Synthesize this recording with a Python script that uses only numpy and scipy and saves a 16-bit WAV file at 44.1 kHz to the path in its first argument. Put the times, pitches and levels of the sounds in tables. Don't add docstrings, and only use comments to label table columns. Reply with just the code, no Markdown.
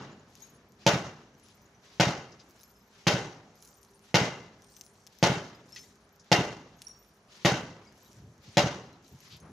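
import sys
import numpy as np
from scipy import signal
from scipy.io import wavfile
from scipy.ndimage import uniform_filter1d

SR = 44100
rng = np.random.default_rng(int(sys.argv[2]) if len(sys.argv) > 2 else 0)


def persist_wave(psi):
    counts = np.round(np.clip(psi, -1, 1) * 32767).astype(np.int16)
    wavfile.write(sys.argv[1], SR, np.atleast_2d(counts).T)


def natural_amplitude(level_db):
    exponent = np.asarray(level_db, float) / 20
    return 10 ** exponent


N = 419816
LEAD = 13230


def rms_one(x):
    return x / np.sqrt(np.mean(x ** 2) + 1e-20)


def at_hz(table, hz):
    f, *columns = np.transpose(table)
    return [np.interp(np.log(hz), np.log(f), c) for c in columns]


def sides(pan_db):
    return natural_amplitude(np.array([[pan_db / 2], [-pan_db / 2]]))


def blank():
    return np.zeros((2, N + LEAD))


def add(out, x, s):
    i = LEAD + round(s * SR)
    out[..., i:i + x.shape[-1]] += x[..., :out.shape[-1] - i]


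def click(n):
    return 1. * (np.arange(n) == 0)


def ring(clicks, hz, t60):
    r, w = natural_amplitude(-60 / (t60 * SR)), 2 * np.pi * hz / SR
    return signal.lfilter([0, np.sin(w)], [1, -2 * r * np.cos(w), r * r], clicks + 1e-18)


def drift(rate_hz):
    r = np.exp(-80 * np.pi * rate_hz / SR)
    slow = signal.lfilter([1], [1, -2 * r, r * r], rng.standard_normal(N // 40 + 2002))[2000:]
    return np.interp(np.arange(N) / 40, np.arange(len(slow)), rms_one(slow))


def band(x, low_hz, high_hz):
    return signal.sosfilt(signal.butter(2, [low_hz, min(high_hz, SR * .45)], "band", fs=SR, output="sos"), x)


SPOT_HZ = [330, 570, 780, 1500, 2100, 2900, 5000]
SPOTS = [(0.31, -0.37, 0.11, 1.7, 0.1), (-1.1, 0.049, 0.11, 2.4, 0.086), (-1.5, -0.2, 0.1, 0.5, 0.1),
         (0.43, 1.4, 0.1, 0.37, 0.1), (-1.5, 1.7, 0.11, 0.8, 2.2), (1, 0.3, 0.1, 1, 0.1),
         (0.1, 0.44, 1.7, 0.67, 0.74), (0.52, -0.31, 0.1, 0.6, 0.1), (0.34, 0.066, 1.6, -0.014, 0.095)]


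def spot_db(blow, hz):
    return np.interp(np.log(hz), np.log([180, *SPOT_HZ]), [0, *SPOTS[blow], 0, 0])


# (frequency [Hz], level [dB], t60 [s])
PANE = [(137, -24, 0.058), (331.3, -17.5, 0.07), (462, -34.5, 0.074), (558, -25, 0.16), (595, -23, 0.3),
        (698, -22, 0.12), (863, -16.5, 0.042)]
THUD_S, THUD_DB = .00034, -2


def pane_thud(blow, pane_db, place, t):
    push = np.sin(np.pi * np.minimum(t / THUD_S, 1))
    thud = natural_amplitude(THUD_DB) * band(push, 150, 9000)
    for (hz, db, t60), d, off in zip(PANE, place, place[60:]):
        level = natural_amplitude(db + pane_db + 2 * spot_db(blow, hz) + 2 * d)
        thud = thud + level * ring(push / push.sum(), hz * (1 + .026 * off), t60)
    return thud


CRUNCH_DB = -13.5


def glass_crunch(crunch_db, grit, size, t):
    uneven = grit * natural_amplitude(4 * np.clip(size, -2, 2))
    splinters = uneven * natural_amplitude(-60 * t / 0.016) * np.clip(t / 0.0014 - .4, 0, 1)
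    return natural_amplitude(CRUNCH_DB + crunch_db) * band(splinters, 1400, 11000)


# (delay [s], level [dB])
BOOMS = [
    (0, -14),
    (0.0164, -21.5),
    (0.069, -17.5),
    (.085, -22.5),
    (0.142, -34),
    (.181, -35),
    (.266, -48),
]
BOOM_HZ, BOOM_T60_S = 165.1, 0.027


def boom(out, s, strength_db, t):
    swing = ring(ring(click(len(t)), BOOM_HZ, BOOM_T60_S), BOOM_HZ, BOOM_T60_S)
    for delay, db in BOOMS:
        add(out, -natural_amplitude(db + strength_db) * sides(-.6) * swing / abs(swing).max(), s + delay)


# (frequency [Hz], level [dB], t60 of the rattle [s])
FRAME = [(837, -31.5, 0.48), (1507, -34.5, 0.47), (1916, -35.5, 0.29), (2022, -37.5, 0.57),
         (2110, -39, 0.38), (2170, -53, 0.14), (2770, -39.5, 0.59), (2863, -37.5, 0.46), (3080, -39, 0.49),
         (3677, -36.5, 0.39)]


def frame_hum(out, blow, s, strength_db, grit, size, place, t):
    for (hz, db, t60), d in zip(FRAME, place[40:]):
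        fits = rms_one(uniform_filter1d(np.roll(grit, int(hz)), size=900))
        rattle = size * natural_amplitude(1.8 * fits - 3) * natural_amplitude(-60 * t / t60) * .09
        hum = ring(rattle, hz * (1 + .012 * d), .036)
        level_db = db + strength_db + 7.0 + 2 * spot_db(blow, hz) - 0.31 * abs(d)
        add(out, natural_amplitude(level_db) * sides(2 + 2.9 * d) * hum, s)


# (time [s], strength [dB], pane ring [dB], crunch [dB], wall crack [dB])
BLOWS = [
    (-.26, 2.5, 14, 4, 0),
    (0.8646, -2.5, 3, 10, -1.5),
    (1.9981, -2, 2, 1.5, 1),
    (3.0685, -2.5, -3.5, -0.5, 2),
    (4.143, -2, 0.5, 3.5, 2),
    (5.2272, -1.5, 0.5, 4, 2),
    (6.3164, -2, 1.5, 2.5, 4),
    (7.4487, -2, 0.5, 2.5, 0.5),
    (8.5701, -3, 3.5, 5, 1.5),
]
# (delay [s], thud [dB], crunch [dB], crack [dB], left-right [dB], sign [factor])
ECHOES = [(0, 3.5, 9.5, -13, -1.5, 0.44), (.0057, -6, -10, -5.5, 1.5, 0.92),
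          (.0091, -16.5, -1, -11, -1, -1), (.0119, -8, -7.5, 0.5, -1, 1), (.0154, -17, -10, -9, 5, -1.1),
          (.0176, -16.5, -5.5, -24.5, 12.5, 0.52), (.0225, -32, -4, -6.5, 11.5, 0.56),
          (.0405, -21.5, -28, -15, 7.5, -0.36), (.052, -18.5, -26.5, -23, -1.5, 0.75),
          (.066, -15, -22.5, -43, 1.5, 0.83), (.091, -2.5, -31, -54, -2, -0.9), (.19, -18, -42, -36, 10, 1)]
SNAPS_DB = [-12, -7, -13, -14, -3, -8, -3, -11, -16]
CRACK_DB, WALL_EXTRA_S = 6.5, .0003


def blows():
    out, t = blank(), np.arange(SR // 2) / SR
    luck = rng.standard_normal((len(BLOWS), 3, len(t)))
    for blow, (s, strength_db, pane_db, crunch_db, crack_db) in enumerate(BLOWS):
        grit, size, place = luck[blow]
        thud = pane_thud(blow, pane_db, place, t)
        crunch = glass_crunch(crunch_db, grit, size, t)
        crack = natural_amplitude(CRACK_DB + crack_db) * band(click(len(t)), 420, 7000)
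        snap = natural_amplitude(CRACK_DB + SNAPS_DB[blow]) * band(click(len(t)), 300, 4500)
        add(out, snap, s + .0005)
        for k, (delay, thud_db, echo_db, front_db, pan_db, sign) in enumerate(ECHOES):
            dull = np.exp(-2 * np.pi * 900 / (SR * (delay / 0.015 + 1e-3)))
            far = natural_amplitude(thud_db) * signal.lfilter([1 - dull], [1, -dull], thud)
            sharp = natural_amplitude(echo_db + 0.69 * place[20 + k]) * crunch + natural_amplitude(front_db) * crack
            echo = natural_amplitude(strength_db) * sign * (far + sides(pan_db) * sharp)
            add(out, echo, s + delay + WALL_EXTRA_S * (k > 1))
        boom(out, s, strength_db, t)
        frame_hum(out, blow, s, strength_db, grit, size, place, t)
    return out[:, LEAD:]


# (frequency [Hz], level at the blow [dB per Hz], t60 [s], late level [dB], late t60 [s])
YARD = [(40, -89, .2, -12.5, 0.9), (120, -52, 0.84, -21.5, 0.85), (243, -58.5, 0.86, -16.5, 0.9),
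        (340, -52.5, 0.7, -14.5, 0.95), (590, -49.5, 0.43, -15.5, 1.), (1200, -55.5, 0.52, -15.5, 1),
        (2500, -56, 0.41, -21.5, 0.94), (5000, -60, 0.3, -7.5, 0.57), (7300, -59.5, 0.45, -10, 0.62),
        (11900, -64.5, 0.29, -24, 0.47), (15500, -71, 0.17, -31.5, .3)]


def yard_gain(hz):
    db, t60, late_db, late_t60 = at_hz(YARD, hz)
    power, t = np.zeros(N + LEAD), np.arange(2 * SR) / SR
    decay = natural_amplitude(-120 * t / t60) + natural_amplitude(2 * late_db - 120 * t / late_t60)
    shape = decay * np.minimum(t / (0.0056 + 7.2 / hz), 1) ** 2
    for blow, (s, strength_db, *_) in enumerate(BLOWS):
        add(power, shape * natural_amplitude(2 * (strength_db + spot_db(blow, hz))), s)
    return power[LEAD:] * natural_amplitude(2 * db)


# (frequency [Hz], likeness [0..1])
LIKENESS = [(60, 0.67), (100, 1), (180, 1), (310, 1), (550, 0.94), (950, 0.89), (1650, 0.31), (2860, 0.031),
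            (4970, 0.42), (8640, 0.73), (15000, 0.78)]
# (frequency [Hz], left-right [dB])
SIDEWAYS = [(60, -0.5), (180, -0.5), (550, -0.5), (1650, 0), (4970, 3.5), (15000, -3.5)]


def air(gain_at):
    out, edges = 0, 28 * 2 ** np.arange(0, 9.3, .4)
    white = rng.standard_normal((2, 2, N)) * np.sqrt(SR / 4)
    for k, (low, high) in enumerate(zip(edges, edges[1:])):
        mid, side = band(white[k % 2], low, high)
        hz = np.sqrt(low * high)
        alike = np.clip(at_hz(LIKENESS, hz)[0], 0, 1)
        pair = np.sqrt(1 + alike) * mid + np.sqrt(1 - alike) * side * [[1], [-1]]
        out = out + gain_at(hz) * sides(at_hz(SIDEWAYS, hz)[0]) * pair
    return out


# (frequency [Hz], level [dB per Hz])
FLOOR = [(30, -100), (58, -103), (90, -89.5), (125, -91), (190, -89.5), (280, -98), (395, -94.5),
         (600, -97), (1000, -98), (1500, -100), (2300, -107), (4000, -114), (6300, -108), (8000, -106),
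         (11500, -106), (13000, -134)]
# (frequency [Hz], level [dB per Hz])
RUSTLE = [(800, -12.5), (2000, -4.5), (4000, -4), (6200, -6), (7500, 1.5), (10000, -18), (13500, -35)]
# (frequency [Hz], level [dB per Hz])
DUST = [(3000, -48), (6000, -9), (9000, 4), (12500, -4), (14500, -27.5)]


def diffuse(rustle_db, trickle_db):
    swell = natural_amplitude(1.5 * drift(2.5))
    uneven = 2.5 * drift(90) + .8 * drift(14)
    crease, grain = 1.6 * drift(30), 2.4 * drift(70)
    flutter = natural_amplitude(2 * (rustle_db - 31 + crease))
    sift = natural_amplitude(2 * (trickle_db - 24.5 + grain))

    def gain_at(hz):
        tail = yard_gain(hz) * natural_amplitude(uneven * np.clip(hz / 2500, 1, 1.45))
        floor = natural_amplitude(2 * at_hz(FLOOR, hz)[0]) * swell
        cloth = natural_amplitude(2 * at_hz(RUSTLE, hz)[0]) * flutter
        dust = natural_amplitude(2 * at_hz(DUST, hz)[0]) * sift
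        return np.sqrt(tail + floor + cloth + dust) * natural_amplitude(1.2 * drift(11.0))
    return air(gain_at)


# (frequency [Hz], level [dB], t60 [s])
HUM = [(56.2, -68.5, 0.42), (211, -73, 0.16), (400, -74.5, 0.71)]


def engines():
    return sum(natural_amplitude(db) * rms_one(ring(rng.standard_normal(N), hz, t60)) for hz, db, t60 in HUM)


# (time [s], length [s], level [dB])
GUSTS = [
    (8.116, 0.24, -51),
    (8.375, 0.035, -52.5),
    (8.474, 0.027, -47),
    (9.106, 0.068, -49),
    (9.297, 0.1, -53.5),
    (9.4, 0.071, -53),
]


def wind(wind_db):
    puff = rng.standard_normal((2, N))
    lumps = rms_one(band(puff[0] + .12 * puff, 49, 272)) * natural_amplitude(1.9 * drift(30))
    low = rms_one(band(rng.standard_normal(N), 69, 164))
    deep = rms_one(band(np.tanh(2 * low), 60, 290))
    t = np.arange(N) / SR
    gusts = sum(natural_amplitude(db) * np.sin(np.pi * np.clip((t - s) / length, 0, 1)) for s, length, db in GUSTS)
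    return natural_amplitude(wind_db - 6.5) * lumps + gusts * deep


# (time [s], level [dB])
BREEZE = [(0, -46), (.3, -59.5), (.72, -60), (1.75, -65), (1.95, -75), (2.9, -83), (4.05, -80.5),
          (5.1, -76.5), (5.95, -63.5), (6.25, -83), (7.3, -100), (8.05, -73), (8.25, -53), (8.44, -64),
          (8.5, -55), (9.12, -64), (9.22, -75), (9.5, -45.5)]
# (fall time [s], swell [s], trickle [dB], fading [dB per s], dust rustle [dB])
SHOWERS = [
    (0.53, 0.15, -67.5, 109, -65.5),
    (0.49, 0.11, -73, 59, -71),
    (0.42, 0.19, -68.5, 66.5, -81),
    (0.48, 0.098, -65.5, 46, -92.5),
    (0.43, 0.16, -67.5, 36.5, -86.5),
    (0.42, 0.15, -62.5, 99, -65),
    (0.46, 0.046, -67.5, 50, -77.5),
    (0.33, 0.35, -70, 57, -72.5),
    (0.45, 0.024, -71.5, 29, -68.5),
]
# (start [s], end [s], level [dB])
SWINGS = [
    (0.756, 0.859, -63),
    (1.789, 1.998, -64),
    (2.87, 3.071, -65.5),
    (3.988, 4.11, -65.5),
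    (5.07, 5.228, -67.5),
    (6.2, 6.328, -68),
    (7.26, 7.445, -58.5),
    (8.382, 8.57, -61.5),
    (9.172, 9.354, -62.5),
]
SHOWER_START_DB = -15
DUST_FADES = 0.92
SWING_RISE_S, SWING_SHEEN_DB = 0.061, -13.5
STILL_RUSTLE_DB, STILL_TRICKLE_DB = -86, -94
SETTLE_DB, SETTLE_DB_PER_S = -63, 32
SPALL_DB, SPALL_DB_PER_S = -58.5, 90.5
RUMBLE_DB, RUMBLE_DB_PER_S = -48.5, 28.5


def stir():
    t = np.arange(0, N, 32) / SR
    rustle, trickle = natural_amplitude(STILL_RUSTLE_DB + 0 * t), natural_amplitude(STILL_TRICKLE_DB + 0 * t)
    wind_amp = natural_amplitude(np.interp(t, *np.transpose(BREEZE)))
    for (s, *_), (fall, swell, db, fade_db, dust_db) in zip(BLOWS, SHOWERS):
        since = t - s - fall
        rise_db = SHOWER_START_DB * np.clip(1 - since / swell, 0, 1)
        landed, past = np.clip(since / .015, 0, 1), np.maximum(since - swell, 0)
        struck, age = t > s, abs(t - s)
        trickle = trickle + landed * natural_amplitude(db + rise_db - fade_db * past)
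        rustle = rustle + landed * natural_amplitude(dust_db + rise_db - DUST_FADES * fade_db * past)
        rustle = rustle + struck * natural_amplitude(SETTLE_DB - SETTLE_DB_PER_S * age)
        trickle = trickle + struck * natural_amplitude(SPALL_DB - SPALL_DB_PER_S * age)
        wind_amp = wind_amp + struck * natural_amplitude(RUMBLE_DB - RUMBLE_DB_PER_S * age)
    for start, end, db in SWINGS:
        inside = np.minimum(t - start, end + SWING_RISE_S - t)
        sweep = natural_amplitude(db) * np.clip(inside / SWING_RISE_S, 0, 1) ** 2
        rustle, trickle = rustle + sweep, trickle + natural_amplitude(SWING_SHEEN_DB) * sweep
    return [np.interp(np.arange(N) / SR, t, 20 * np.log10(v)) for v in (rustle, trickle, wind_amp)]


CRUMBS_PER_S, CRUMB_DB, CRUMB_T60_S = 90, 28, .05


def crumbs(trickle_db):
    sizes = natural_amplitude(5.5 * np.minimum(rng.exponential(1, N), 4)) * (rng.random(N) < 150 / SR)
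    pitches, dealt = rng.uniform(8400, 15600, 20), rng.integers(0, 20, N)
    tiny = 0
    for k, hz in enumerate(pitches):
        tiny = tiny + ring(sizes * (dealt == k) * natural_amplitude(trickle_db), hz, 900 / hz) * sides(6 * np.cos(k))
    hits = rng.random(N) < CRUMBS_PER_S / SR
    hits = hits * natural_amplitude(CRUMB_DB + trickle_db + 4.0 * rng.standard_normal((2, N)))
    pings = sum(ring(hits * (dealt == k), hz, CRUMB_T60_S) for k, hz in enumerate(rng.uniform(3800, 7000, 10)))
    return natural_amplitude(-3) * tiny + band(hits + 1e-18, 3000, 16000) + .07 * pings


# (time [s], frequency [Hz], level [dB], t60 [s], left-right [dB])
CHIMES = [(.116, 7062, -54, 0.082, 9), (0.42, 6580, -42, 0.13, 12), (.488, 6670, -54, 0.11, 0),
          (2.32, 5000, -54, 0.04, 2), (2.397, 4930, -53, 0.056, 7), (2.592, 5190, -63, 0.2, 4),
          (5.7255, 5400, -43, 0.14, 3), (5.761, 2500, -48, .05, -1), (5.762, 4400, -49, 0.098, 0),
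          (5.764, 3820, -54, 0.11, 0), (5.77, 7100, -46, .12, 7), (5.764, 6140, -47, 0.26, 5),
          (5.761, 1950, -44.5, 0.067, -1), (6.8675, 5630, -34, 0.037, -5.5), (6.892, 5700, -44, 0.072, 3),
          (6.908, 5620, -44, 0.087, 6), (6.931, 5600, -56.5, 0.37, -3), (7.86, 2200, -59, 0.15, 0),
          (8.059, 3870, -58, 0.069, 8), (7.87, 4900, -56, 0.11, 7), (9.403, 6400, -55, 0.086, 4)]


def chimes():
    out, t = blank(), np.arange(SR // 2) / SR
    for (s, hz, db, t60, pan_db), grit in zip(CHIMES, rng.standard_normal((len(CHIMES), len(t)))):
        touches = (t == 0) + 0.007 * grit * natural_amplitude(-30 * t / t60)
        add(out, natural_amplitude(db) * sides(pan_db) * band(ring(touches, hz, t60), hz - 170, hz + 170), s)
    return out[:, LEAD:]


# (time [s], frequency [Hz], level [dB], t60 [s])
PINGS = [(.195, 6940, -54, .08), (.428, 3860, -56, 0.059), (.55, 6550, -62, 0.13), (1.35, 5880, -56, .04),
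         (1.63, 6040, -61, 0.11), (1.655, 6700, -57, 0.06), (1.747, 5960, -61.5, .09),
         (2.615, 3960, -58, 0.056), (2.645, 5200, -60, .07), (2.755, 5200, -65, 0.15),
         (2.81, 5200, -64, 0.076), (3.635, 4100, -62, 0.2), (4.795, 7600, -43, .06),
         (5.548, 5000, -51, 0.061), (5.64, 4860, -61, .09), (5.686, 5200, -59, .14), (5.83, 3770, -62, 0.1),
         (5.835, 2000, -56, .08), (6.198, 5100, -59, .07), (6.785, 6600, -57, .07), (6.973, 6480, -64, .06),
         (7.712, 4050, -57, 0.043), (5.79, 5360, -52, .25), (7.85, 6120, -55, 0.063),
         (7.848, 5460, -60, .07), (8.012, 7950, -54, .1), (8.935, 4070, -60, 0.077),
         (9.063, 4000, -58, 0.09), (9.222, 4000, -63, .04)]


def chip_pings():
    out, t = blank(), np.arange(4000) / SR
    for (s, hz, db, t60), grit in zip(PINGS, rng.standard_normal((len(PINGS), len(t)))):
        touches = (t == 0) + .025 * grit * natural_amplitude(-40 * t / t60)
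        ping = ring(touches, hz, .7 * t60) * np.cos(t / t[-1] * np.pi / 2)
        add(out, natural_amplitude(db) * sides(2 + 2 * grit[0]) * band(ping, .9 * hz, 1.1 * hz), s)
    return out[:, LEAD:]


# (time [s], frequency [Hz], level [dB], rocking [s])
SLIVERS = [(.42, 12400, -38, .05), (.45, 10700, -51, 0.18), (0.688, 12950, -49, 0.064),
           (1.433, 10680, -42, .04), (1.5, 10700, -47, 0.043), (2.49, 12150, -46, 0.032),
           (2.635, 12600, -36, .08), (2.785, 12700, -47, 0.092), (2.69, 11900, -51, .15),
           (2.71, 9900, -50, .1), (3.555, 11700, -45.5, .05), (3.62, 11000, -36, .02),
           (3.65, 10800, -36, 0.04), (3.63, 13800, -39, .15), (3.83, 9240, -40, 0.13),
           (3.81, 12900, -47, .27), (4.64, 8785, -39, .4), (4.72, 8100, -45, .33),
           (4.77, 13800, -38, 0.046), (4.85, 10330, -39, 0.073), (5.79, 13200, -46, .1),
           (6.818, 9650, -31.5, 0.1), (6.875, 9230, -47, .12), (6.87, 10700, -42, 0.061),
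           (6.99, 13900, -40, 0.11), (7.089, 9646, -50, 0.26), (8.03, 12800, -40, 0.073),
           (9.092, 11500, -44, .08), (9.281, 12700, -47, 0.062), (9.402, 10880, -45, 0.11),
           (.293, 11300, -54, .01), (.498, 12100, -47, .02), (.54, 10700, -48, 0.055),
          (1.38, 12600, -52, .03), (1.57, 9750, -56, .09), (1.82, 11900, -54, .01), (1.55, 13900, -46, .03),
          (1.62, 14600, -44, .03), (2.5, 15500, -39, .06), (2.59, 15200, -38.5, .02),
          (2.61, 10600, -39, .01), (3.545, 9400, -52, .01), (3.74, 9330, -44, .02), (3.945, 9370, -41, .1),
          (4.78, 13000, -46, .03), (5.14, 12100, -54, .03), (5.185, 14000, -42, .02),
          (5.555, 12800, -52, .05), (4.84, 15600, -40.5, .02), (5.7, 11500, -46, .02),
          (5.83, 11700, -49, .03), (5.83, 9000, -52, .02), (5.9, 8700, -51, 0.047),
          (6.005, 10700, -54, .04), (6.04, 9500, -53, 0.045), (6.125, 12750, -48, .03),
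          (6.155, 13900, -51, .02), (6.2, 10100, -53, .03), (6.765, 12900, -50, .02),
          (6.865, 15400, -42, .05), (6.96, 15500, -41.5, .04), (7.035, 10500, -46, .01),
          (7.14, 14100, -52, .04), (7.84, 9500, -59, .04), (8.425, 13800, -53, .07), (8.52, 8800, -49, .02),
          (9.08, 9400, -48, .05), (9.12, 14300, -43, .01), (4.7, 15200, -44, .05), (9.205, 11650, -42, .04),
          (9.367, 11700, -41, .02), (9.402, 9500, -43, .06), (9.49, 10900, -57, .03)]
SLIVER_T60_S, ROCKS_PER_S, ROCK_DB = 0.074, 67, -3


def slivers():
    out, t = blank(), np.arange(SR // 2) / SR
    pieces = SLIVERS
    for (s, hz, db, length), (when, size) in zip(pieces, rng.random((len(pieces), 2, len(t)))):
        rocks = (when < ROCKS_PER_S / SR) * (t < length)
        touches = (t == 0) + rocks * natural_amplitude(ROCK_DB - 6.5 * size - 4 * t / length)
        sing = band(ring(touches, hz, SLIVER_T60_S), 0.83 * hz, 1.1 * hz)
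        add(out, natural_amplitude(db) * sides(12 * size[0] - 3) * sing, s)
    return out[:, LEAD:]


# (time [s], peak [dB], centre [Hz], left-right [dB])
TICKS = [(0.3536, -32.5, 7140, 4), (1.343, -51, 6030, 2), (1.4636, -40, 5200, -2), (1.486, -37, 5800, 4),
         (2.61, -42, 4000, 3), (3.6252, -31.5, 7150, -4), (3.7294, -47, 6530, 1.5), (3.8308, -39, 6140, 8),
         (4.621, -37.5, 6240, 1.5), (4.6452, -37, 5640, -1), (4.7664, -33, 6540, 12),
         (4.8111, -23, 6400, 7.5), (4.8648, -36.5, 6150, 9), (5.0668, -32.5, 6460, 7.5),
         (5.0722, -28, 5600, 6), (5.187, -36, 6040, 12), (5.692, -41, 6000, 1.5), (5.7613, -27, 5400, -8),
         (6.8189, -20.5, 5600, 4), (3.849, -39, 6240, 0), (9.0463, -41, 4860, 10), (9.2043, -35, 6030, 2),
         (9.4015, -39, 6270, 0)]
TICK_SHEEN_DB = 14.5


def ticks():
    out, t = blank(), np.arange(4000) / SR
    for (s, db, hz, pan_db), grit in zip(TICKS, rng.standard_normal((len(TICKS), len(t)))):
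        contact = (t == 0) + .07 * grit * natural_amplitude(-60 * t / .02)
        tick = band(contact, 2900, 16000) + .08 * ring(click(len(t)), hz, .007)
        sheen = min(hz / 6000, 1) ** 4 - .5
        tick = tick + natural_amplitude(TICK_SHEEN_DB) * band(tick, 6500, 15500) * sheen
        add(out, natural_amplitude(db + 5) * sides(pan_db) * tick, s)
        add(out, natural_amplitude(db - 6) * sides(pan_db) * tick, s + .0058)
        add(out, natural_amplitude(db - 9) * sides(-pan_db) * tick, s + .0025)
    return out[:, LEAD:]


# (time [s], peak [dB])
FLECKS = [(0.3754, -53), (0.405, -42), (0.4474, -48), (0.7208, -48), (1.3977, -48), (1.5449, -53),
          (1.6167, -53), (2.4977, -51), (2.508, -47), (2.5624, -51), (2.6324, -39), (3.5548, -52),
          (3.5804, -56), (3.6062, -52), (3.6496, -43), (3.675, -42), (3.8157, -54), (3.9104, -56),
          (3.9335, -53), (3.9564, -54), (3.993, -49), (4.7194, -54), (4.8374, -44), (4.947, -59),
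          (5.1255, -51), (5.5473, -54), (5.7227, -40), (5.7494, -40), (5.7864, -46), (5.9264, -56),
          (5.956, -50), (6.0914, -54), (6.1609, -52.5), (6.2444, -52), (6.79, -53), (6.8832, -40),
          (6.8425, -48), (7.924, -49), (7.9788, -50), (8.0022, -53), (8.025, -49), (8.0471, -49),
          (8.1304, -43), (8.3794, -52), (8.9296, -50), (9.0264, -56), (9.08, -45), (9.1887, -48),
          (9.3664, -47)]
FLECK_DB, FLECK_SHEEN_DB = 11, 9.5


def flecks():
    out = blank()
    fleck = band(click(4000), 3500, 16000)
    fleck = fleck + natural_amplitude(FLECK_SHEEN_DB) * band(fleck, 6100, 15500)
    for (s, db), (turn, twin) in zip(FLECKS, rng.random((len(FLECKS), 2))):
        add(out, natural_amplitude(db + FLECK_DB) * sides(6 * turn - 1) * fleck, s + .0007)
        add(out, natural_amplitude(db + FLECK_DB - 5 - 6 * twin) * fleck, s + .0062)
    return out[:, LEAD:]


# (time [s], length [s], level [dB], low [Hz], high [Hz])
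SCUFFS = [
    (1.846, 0.072, -66, 1200, 4500),
    (5.7595, 0.05, -45.5, 1700, 7040),
    (6.195, 0.042, -54.5, 5100, 8800),
    (9.304, 0.087, -52.5, 2900, 5000),
    (9.41, 0.12, -57, 360, 1330),
    (4.765, .016, -52, 2800, 15000),
    (2.318, 0.039, -55.5, 4800, 6700),
    (2.394, 0.052, -55.5, 3200, 8500),
]


def scuffs():
    out, t = blank(), np.arange(SR // 2) / SR
    for (s, length, db, low_hz, high_hz), grit in zip(SCUFFS, rng.standard_normal((len(SCUFFS), 2, len(t)))):
        abrupt = np.clip(6 * length, .2, 1)
        stroke = np.sin(np.pi * np.minimum(t / length, 1) ** abrupt)
        add(out, natural_amplitude(db) * rms_one(band(grit + 1.2 * grit[0], low_hz, high_hz)) * stroke, s)
    return out[:, LEAD:]


def scene():
    rustle_db, trickle_db, wind_db = stir()
    yard = blows() + diffuse(rustle_db, trickle_db) + engines() + wind(wind_db)
    glass = crumbs(trickle_db) + chimes() + chip_pings() + slivers() + ticks() + flecks() + scuffs()
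    return yard + glass


def band_limit(x):
    return signal.sosfilt(signal.butter(12, 15760, fs=SR, output="sos"), x)


MIC_LOW_HZ, MIC_EDGE_HZ, MIC_HIGH_HZ, MIC_TOP_DB = 72, 6550, 14700, -18.5


def record(dry):
    x = signal.sosfilt(signal.butter(3, MIC_LOW_HZ, "high", fs=SR, output="sos"), dry)
    body = signal.sosfilt(signal.butter(8, MIC_EDGE_HZ, fs=SR, output="sos"), x)
    top = signal.sosfilt(signal.butter(4, MIC_EDGE_HZ, "high", fs=SR, output="sos"), x)
    top = signal.sosfilt(signal.butter(8, MIC_HIGH_HZ, fs=SR, output="sos"), top)
    return band_limit(body + natural_amplitude(MIC_TOP_DB) * top)


dry = scene()
out = record(dry)
persist_wave(out)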